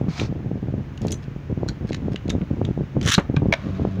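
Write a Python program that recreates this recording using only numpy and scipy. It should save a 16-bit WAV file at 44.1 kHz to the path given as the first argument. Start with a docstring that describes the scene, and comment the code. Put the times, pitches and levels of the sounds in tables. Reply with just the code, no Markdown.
"""You hear plastic brushing and clicking, a quick zip, a double clack, then a low, steady drone.
A hand sweeps a toy top out of a plastic bowl and clicks it onto its launcher. The zip is the toothed
cord turning the launcher's gear. The top drops into the bowl and spins, shaking it once per turn.
The hand-held camera thuds and rumbles throughout, over the hum and hiss of a small room."""
import sys
import numpy as np
from scipy import signal
from scipy.fft import rfft, irfft
from scipy.io import wavfile

SR = 44100
rng = np.random.default_rng(int(sys.argv[2]) if len(sys.argv) > 2 else 0)


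def wrap_up_sound(samples):
    """Save the sound to the file named by the first command line argument, as 16-bit audio."""
    columns = np.atleast_2d(samples).T
    # keep every value between -1 and 1, then stretch to whole-number steps
    tamed = np.clip(columns, -1, 1)
    steps = np.round(tamed * 32767).astype(np.int16)
    wavfile.write(sys.argv[1], SR, steps)


N = 176400
T = np.arange(N) / SR
RING_T = T[:SR // 5]  # time within one short sound [s]

# the tone of a plastic click (frequency [Hz], level [dB])
PLASTIC_TONE = [(300, -35), (900, -11), (1500, 3.5), (2200, 5.5), (3800, 9), (5000, -2.5), (6700, 3),
                (8300, -16), (10600, -20), (13000, -31.5), (14900, -29), (16000, -48)]
# the pull on the cord (time [s], level [dB], speed [teeth per s])
CORD_PULL = [(3.03,-39,227), (3.049,-36.5,282), (3.068,-27,350), (3.091,-21,370), (3.108,-25,455),
             (3.125,-18,480), (3.15,-21,600), (3.156,-34.5,510), (3.167,-45,730), (3.176,-51,500)]


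def amp(db):
    """Turns decibels into a number to multiply a sound by."""
    return 10 ** (np.asarray(db) / 20)


def unit(x):
    """Scales a signal to an average size (rms) of 1."""
    return x / np.sqrt(np.mean(x ** 2) + 1e-20)


def value_at(points, hz):
    """Reads between the rows of a (frequency, value) table, spacing octaves evenly."""
    row_hz, value = np.transpose(points)
    return np.interp(np.log(hz + 1), np.log(row_hz + 1), value)


def add(mix, s, sound):
    """Mixes a sound in, starting at s seconds."""
    part = mix[round(s * SR):][:len(sound)]
    part += sound[:len(part)]


def keep_band(x, side, hz, order):
    """Keeps the "low" or "high" side of hz; a higher order cuts more steeply."""
    return signal.sosfilt(signal.butter(order, hz, side, fs=SR, output="sos"), x)


def colour(x, tone, tilt_db=0, size=8192):
    """Gives a sound the tone in a table, adding tilt_db for each octave above 1000 Hz."""
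    hz = abs(np.fft.fftfreq(size, 1 / SR))
    octaves = np.log2(np.maximum(hz, 1000) / 1000)
    log_gain = np.log(amp(value_at(tone, hz) + tilt_db * octaves))
    spectrum = np.exp(np.conj(signal.hilbert(log_gain)))  # rings after a hit, never before
    response = np.fft.ifft(spectrum).real[:size // 2]
    return signal.fftconvolve(x, response / np.linalg.norm(response))[:len(x)]


def noise(tone, low_hz=0):
    """Steady noise with the given tone, cut below low_hz if that is set."""
    x = colour(rng.standard_normal(N), tone)
    return unit(keep_band(x, "high", low_hz, order=3) if low_hz else x)


def drift(hz):
    """A random wobble, up to about hz times a second."""
    smoothing = np.exp(-(np.fft.rfftfreq(N, 1 / SR) / hz) ** 2)
    return unit(irfft(rfft(rng.standard_normal(N)) * smoothing, N))


def fade(t60):
    """Dies away by 60 dB in t60 seconds, the fade time."""
    return np.exp(-np.log(1000) * RING_T / t60)


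def burst(t60, rise_s):
    """A puff of noise, like many pitches ringing at once and dying quickly."""
    return rng.standard_normal(len(RING_T)) * fade(t60) * (1 - np.exp(-RING_T / rise_s))


def level(rows):
    """Loudness that follows (time, level) rows and is silent outside them."""
    s, db = np.transpose(rows)[:2]
    return amp(np.interp(T, s, db)) * (T >= s[0]) * (T <= s[-1])


def push(hz):
    """One smooth push; a higher hz makes it shorter and taller."""
    from_peak_s = RING_T[:SR // 50] - 0.01
    return -hz / SR * 10 * np.exp(-(np.pi * hz * from_peak_s) ** 2)


def ringing(pitches):
    """A struck object rings at several fading pitches; neighbours start in opposite directions."""
    return sum((-1) ** k * amp(db) * np.sin(2 * np.pi * hz * RING_T) * fade(t60)
               for k, (hz, db, t60) in enumerate(pitches))


def snap():
    """The tiny burst that starts a plastic click."""
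    return burst(t60=0.013, rise_s=0.00043)


def uneven(spread_db):
    """Random strengths for small hits: most are weak, a few stronger."""
    return amp(spread_db * np.minimum(rng.exponential(1, N), 3))


def ticks(active, per_s, db, tilt_db):
    """Tiny plastic touches at random moments, wherever active is true."""
    hits = (rng.random(N) < per_s / SR) * active * amp(db) * uneven(spread_db=2)
    return signal.fftconvolve(hits, colour(snap(), PLASTIC_TONE, tilt_db))[:N]


def background():
    """The room hums and the microphone hisses, both wavering a little."""
    # the tone of the hiss (frequency [Hz], level [dB])
    hiss_tone = [(20, 2), (60, 5.5), (130, 2), (250, -7), (500, -18), (900, -21.5), (1700, -22.5),
                 (2800, -28.5), (4500, -39), (6600, -41), (8200, -56.5), (13500, -57.5), (15000, -48.5),
                 (16000, -42)]
    hiss_db, hum_db, hum_hz = -36, -39.5, 139
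    cycles = np.cumsum(hum_hz * (1 + 0.013 * drift(14))) / SR
    hum = np.sqrt(2) * np.sin(2 * np.pi * cycles)
    hiss = amp(hiss_db + 0.5 * drift(1.7)) * noise(hiss_tone)
    return hiss + amp(hum_db + 0.5 * drift(2.7)) * hum


def room_echo(x):
    """Sound bounces quickly off the bowl, then dies away in the small room."""
    # how long the room rings (frequency [Hz], fade time [s])
    fade_times = [(100, 0.28), (1000, 0.85), (3000, 0.32), (6500, 0.26), (14000, 0.22)]
    room_db, bowl_db, build_up_s = -26, -15, 0.013
    hz, t, bands = signal.stft(rng.standard_normal(SR // 2), SR, nperseg=256)
    fading = np.exp(-np.log(1000) * t / value_at(fade_times, hz)[:, None])
    tail = signal.istft(bands * fading, SR, nperseg=256)[1]
    tail *= np.clip(T[:len(tail)] / build_up_s, 0, 1)
    bounces = burst(t60=0.14, rise_s=0.003) * (rng.random(len(RING_T)) < 2000 / SR)
    echoes = amp(room_db) * tail / np.linalg.norm(tail)
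    add(echoes, 0, amp(bowl_db) * bounces / np.linalg.norm(bounces))
    return signal.fftconvolve(x, echoes)[:N]


def camera_handling():
    """The hand knocks the camera's case, and many small slips rumble when the grip shifts."""
    # knocks on the case (time [s], relative thud level [dB], relative tap level [dB])
    knocks = [(0.012, -8, -26.5), (0.215, -18, -26.5), (0.324, -13, -32), (0.459, -6, -39.5),
              (0.513, -10.5, -29), (0.555, -8, -36), (0.628, -6, -36), (0.683, -5, -34),
              (0.739, -7.5, -31.5), (1.049, -28, -25.5), (1.061, -28, -30.5), (1.103, -8, -59),
              (1.28, -12, -40.5), (1.361, -11, -41), (1.5, -16, -46), (1.574, -7.5, -38),
              (1.631, -25, -25.5), (1.662, -15, -33.5), (1.847, -7, -40), (1.907, -32, -26.5),
              (2.082, -11, -27.5), (2.143, -20, -33), (2.287, -8, -31), (2.337, -7, -35),
              (2.35, -3.5, -26.5), (2.418, -8, -48), (2.511, -8.5, -33), (2.614, -23, -25),
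              (2.645, -8, -41), (2.687, -3, -31), (2.709, -11, -37), (2.775, -19, -28.5),
              (2.807, -7.5, -30), (2.966, -17, -25.5), (3.062, -31, -30.5), (3.075, -21, -31),
              (3.297, -5.5, -30), (3.342, -18, -29.5), (3.419, -8, -26), (3.456, -20, -26), (3.484, 2, -34),
              (3.696, -16, -36.5), (3.796, -14, -28.5), (3.817, -2, -34), (3.85, -15, -24.5),
              (3.871, 1, -38)]
    # shifts of the grip (start [s], length [s], relative level [dB])
    grip_shifts = [(.01,0.1,-26), (0.189,0.083,-24.5), (0.278,0.14,-28.5), (0.426,0.17,-33),
                   (0.625,0.19,-29), (1.009,0.15,-25.5), (1.496,0.034,-23), (1.562,0.16,-28.5),
                   (1.807,0.055,-25), (1.889,0.28,-29.5), (2.247,0.2,-24.5), (2.502,0.053,-23.5),
                   (2.56,0.17,-26.5), (2.765,0.072,-25.5), (2.947,0.15,-22.5), (3.28,0.16,-26),
                   (3.407,0.11,-19.5), (3.641,0.066,-26.5), (3.781,0.11,-27), (3.968,.06,-25)]
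    # the tones of the case and of the slipping grip (frequency [Hz], level [dB])
    case_tone = [(25, -40), (60, -17), (110, -0.5), (170, 1), (260, 2), (450, 1.5), (800, -8),
                 (1500, -24.5), (3000, -73)]
    rumble_tone = [(20, -20), (50, -4), (100, 4), (180, -0.5), (300, -5.5), (500, -17), (800, -27.5),
                   (1500, -44.5), (4000, -97.5)]
    hard_tap_db, resting_db, shift_edge_s, slips_per_s = -26, -38, 0.0072, 300
    pushes, shifting = np.zeros(N), np.full(N, amp(resting_db))
    for s, thud_db, tap_db in knocks:
        tap_hz = 886 * 2 ** max(tap_db - hard_tap_db, 0)  # harder taps are shorter and brighter
        knock = amp(thud_db + 7) * push(hz=186) + amp(tap_db + 17.5) * push(tap_hz)
        add(pushes, max(s - 0.009, 0), knock)  # starts early so it peaks near s
    for s, length, db in grip_shifts:
        inside_s = np.minimum(T - s, s + length - T)
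        shifting += amp(db) * np.clip(inside_s / shift_edge_s + 0.5, 0, 1)
    slips = np.sign(rng.standard_normal(N)) * (rng.random(N) < slips_per_s / SR)
    slips = unit(slips * uneven(spread_db=2))
    return colour(pushes, case_tone) + amp(-1) * colour(shifting * slips, rumble_tone)


def hand_sweep():
    """Skin brushes across the plastic bowl."""
    # the swell of the stroke (time [s], level [dB])
    stroke = [(.087,-49), (.125,-42.5), (.155,-42.5), (.185,-36), (.215,-34.5), (.26,-44), (.29,-59)]
    # the tone of skin on plastic (frequency [Hz], level [dB])
    brush_tone = [(410, -36), (700, 1.5), (1460, -5.5), (1750, -8.5), (2370, -2.5), (2770, -10), (4210, -7),
                  (6230, -12), (10300, -42), (15200, -41), (16000, -40)]
    return level(stroke) * amp(1.1 * drift(200)) * noise(brush_tone, low_hz=620)


def rattle():
    """Loose parts chatter softly as the top goes onto the launcher."""
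    # spells of rattling (start [s], length [s])
    spells = [(1.012, .11), (1.22, .02), (1.868, .1), (2.119, .045)]
    active = sum((T > s) * (T < s + length) for s, length in spells)
    return ticks(active, per_s=220, db=-45.5, tilt_db=-0.5)


def clicks():
    """Plastic parts snap together; each click rings at its own pitch and has one quick echo."""
    # clicks of top and launcher
    # (time [s], relative level [dB], ring pitch [Hz], ring share [dB], brightness [dB per octave])
    hits = [(.197,-14.5,2440,-2,-3.5), (0.9759,-30.5,2930,0,1.5), (1.0167,-32,5750,-8,11),
            (1.069,-30,6760,-13,15), (1.082,-21.5,4330,-10,2), (1.107,-27,5120,2,5),
            (1.119,-18.5,6500,-8,15.5), (1.1242,-19.5,6860,-8,2), (1.141,-27.5,6250,0,-1),
            (1.681,-31,3930,-2,2), (1.6866,-23,4200,-6,7), (1.693,-24,4000,3,-1), (1.891,-26.5,4000,-3,-3),
            (1.92,-26,3880,-1,-9), (1.9303,-20,3830,-6,-1.5), (1.945,-13,3640,-9,-3.5),
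            (2.1595,-18.5,2750,-2,-5), (2.2794,-26.5,4070,-10,-3), (2.2951,-20.5,2790,-6.5,1),
            (2.3008,-11,3590,-7,2), (2.305,-19.5,1450,0.5,-5), (2.4147,-29,2120,-8,-11.5),
            (2.6502,-21,3060,-10,-2), (3.0128,-17,3040,-11,-1.5), (3.028,-24,3360,-1,4),
            (3.061,-18.5,6200,-1.5,7), (3.077,-14,3490,-4,7), (3.092,-18,6560,0,8),
            (3.1015,-10.5,6650,0.5,-6), (3.1193,-4.5,1640,-1.5,6.5), (3.1216,-12,3660,-9,6.5),
            (3.14,-4.5,3750,-3,1), (3.146,-7.5,3980,-2,7), (3.15,-14.5,4140,11.5,-6),
            (3.1792,-22.5,3840,-1,2), (3.197,-33,6500,-10,9), (3.3647,-13.5,2360,-3,-7.5)]
    echo_s, echo_db, min_width_hz = 0.0031, -10, 390
    out = np.zeros(N)
    for s, db, hz, ring_db, tilt_db in hits:
        b, a = signal.iirpeak(hz, hz / max(min_width_hz, hz / 6), fs=SR)  # lets one pitch through
        for delay_s, path_db in (0, 0), (echo_s, echo_db):
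            hit = snap()
            ring = unit(signal.lfilter(b, a, signal.lfilter(b, a, hit))) * hit.std()
            click = colour(hit, PLASTIC_TONE, tilt_db) + amp(ring_db) * ring
            add(out, s + delay_s, amp(db - 6 + path_db) * click)
    return out


def latching():
    """The top's catch snaps in and the launcher's shell is knocked; both ring with clear pitches."""
    # hits on the catch and on the shell (time [s], level [dB])
    catch_snaps = [(1.1188, -30), (1.1236, -26)]
    shell_knocks = [(1.6864, -26.5)]
    # how each one rings (pitch [Hz], relative level [dB], fade time [s])
    catch_pitches = [(3330, -9, 0.043), (6100, -1.5, 0.057), (6770, -0.5, .04), (8160, -6, .02)]
    shell_pitches = [(1494, -1, 0.034), (4050, -6, .035), (4320, -1.5, 0.028), (5640, -4.5, 0.028),
                     (6690, -11, 0.029)]
    out = np.zeros(N)
    for hits, pitches in (catch_snaps, catch_pitches), (shell_knocks, shell_pitches):
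        for s, db in hits:
            add(out, s, amp(db) * ringing(pitches))
    return out


def heavy_jolts():
    """Jolts of the camera and bowl give a heavy thud with a short, dull clatter."""
    # jolts of the camera and bowl (time [s], thud level [dB], thud pitch [Hz], thud fade time [s],
    # clatter level [dB], clatter fade time [s])
    jolts = [(0.0831,-9.5,170,0.07,-31,0.039), (3.1794,-1,182,0.043,-11.5,0.087),
             (3.3669,-8,147.7,0.12,-15.5,0.028)]
    # the tone of the clatter (frequency [Hz], level [dB])
    clatter_tone = [(100, -6), (300, 8.5), (750, -1), (1200, -0.5), (2500, -11.5), (4000, -23), (7000, -50),
                    (15000, -63)]
    out = np.zeros(N)
    for s, thud_db, hz, thud_t60, clatter_db, clatter_t60 in jolts:
        thud = amp(thud_db) * np.sin(2 * np.pi * hz * RING_T) * fade(thud_t60)
        clatter = amp(clatter_db) * colour(burst(clatter_t60, rise_s=0.0015), clatter_tone)
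        add(out, s, thud + clatter)
    return out


def rip_cord():
    """The toothed cord speeds up the launcher's gear; each tooth makes a puff of noise."""
    # the tone of teeth on the gear (frequency [Hz], level [dB])
    gear_tone = [(530, -47), (900, -8), (1290, -2), (1770, -3), (2450, -10.5), (2960, -4), (3770, -7),
                 (4460, -14), (5200, -10.5), (5700, -6), (6720, -13), (8150, -22), (10800, -29),
                 (12600, -43), (15000, -28), (16000, -40)]
    spread_db, tooth_fade = 4, 0.47  # the fade is a share of the time between teeth
    s, _, teeth_per_s = np.transpose(CORD_PULL)
    teeth_passed = np.cumsum(np.interp(T, s, teeth_per_s) * amp(1.2 * drift(150))) / SR
    strength = amp(spread_db * rng.standard_normal(N))[teeth_passed.astype(int)]
    pulses = strength * np.exp(-(teeth_passed % 1) / tooth_fade)
    rasp = colour(unit(pulses * rng.standard_normal(N)), gear_tone)
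    return level(CORD_PULL) * keep_band(rasp, "high", hz=1120, order=5)


def top_landing():
    """The top's tip and rim strike the bowl and bounce once; each hit cracks and rings."""
    # hits on the bowl (time [s], level [dB])
    hits = [(3.5248, -14), (3.52655, -12), (3.5354, -24.5), (3.53715, -12.5)]
    # how the bowl rings (pitch [Hz], relative level [dB], fade time [s])
    bowl_pitches = [(555, -7, 0.022), (657, -3.5, 0.03), (980, -13, 0.04), (1526, -16, 0.079),
                    (1746, -11.5, 0.058), (2085, -3, 0.018), (2300, 4, 0.013), (3400, -20, 0.022),
                    (4000, -13, 0.014), (5480, -14, 0.015)]
    # the tone of the crack (frequency [Hz], level [dB])
    crack_tone = [(400,-6), (1000,-2), (2300,4), (3800,-6.5), (6200,-14.5), (8000,-30.5), (12000,-38),
                  (16000,-35.5)]
    ring = keep_band(ringing(bowl_pitches), "low", hz=6500, order=3)  # a slightly soft contact
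    out = np.zeros(N)
    for s, db in hits:
        crack = amp(-0.5) * colour(burst(t60=0.019, rise_s=0.00013), crack_tone)
        add(out, s, amp(db) * (ring + crack))
    return out


def top_spinning():
    """The unbalanced top shakes the bowl once per turn; its tip scrapes and catches on scratches."""
    # the pitches of the drone (multiple of the spin speed [x], level [dB])
    drone_pitches = [(1, -31), (2, -31.5), (3, -43.5), (4, -47.5), (7, -53)]
    # the tone of the scraping tip (frequency [Hz], level [dB])
    tip_tone = [(600, -8), (845, -22), (1110, -13), (1530, -20.5), (1890, -23), (4160, -29.5),
                (4630, -32.5), (6690, -41.5), (7940, -54), (14000, -61)]
    start_s, rise_s, spin_hz, slowing_hz_per_s = 3.54, 0.21, 95.6, 3
    scrape_db, scrape_fade_db_per_s = -44, 14
    age_s, spinning = T - start_s, T > start_s
    turns_per_s = (spin_hz - slowing_hz_per_s * age_s) * (1 + 0.0074 * drift(10.6))
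    angle = 2 * np.pi * np.cumsum(turns_per_s) / SR
    drone = sum(amp(db) * np.sqrt(2) * np.cos(k * angle + 2 * np.pi * rng.random())
                for k, db in drone_pitches)
    scrape_level = amp(scrape_db - scrape_fade_db_per_s * np.maximum(age_s, 0) + 1.5 * drift(15))
    scrape = scrape_level * noise(tip_tone, low_hz=607) * (1 + 0.17 * np.cos(angle))
    scratches = ticks(spinning, per_s=50, db=-49.5, tilt_db=-3)
    return drone * np.clip(age_s / rise_s, 0, 1) + scrape * spinning + scratches


def scene():
    """The toy and its echo, over the camera's noises and the background."""
    toy = hand_sweep() + clicks() + latching() + rattle() + rip_cord() + heavy_jolts()
    clack = top_landing()
    echo_share = np.where(T > CORD_PULL[0][0], amp(-2), 1)  # less echo once the pull starts
    echo = room_echo(toy * echo_share + amp(-2.5) * clack)
    return (toy + clack + echo + top_spinning() + camera_handling() + background())[None]


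def record(dry):
    """The microphone loses the deepest bass and the highest treble."""
    dry = keep_band(dry, "high", hz=43.3, order=2)
    treble_cut = signal.firwin(161, cutoff=15600, window=("kaiser", 9), fs=SR)
    return signal.oaconvolve(dry, treble_cut[None], "same")


dry = scene()
out = record(dry)
wrap_up_sound(out)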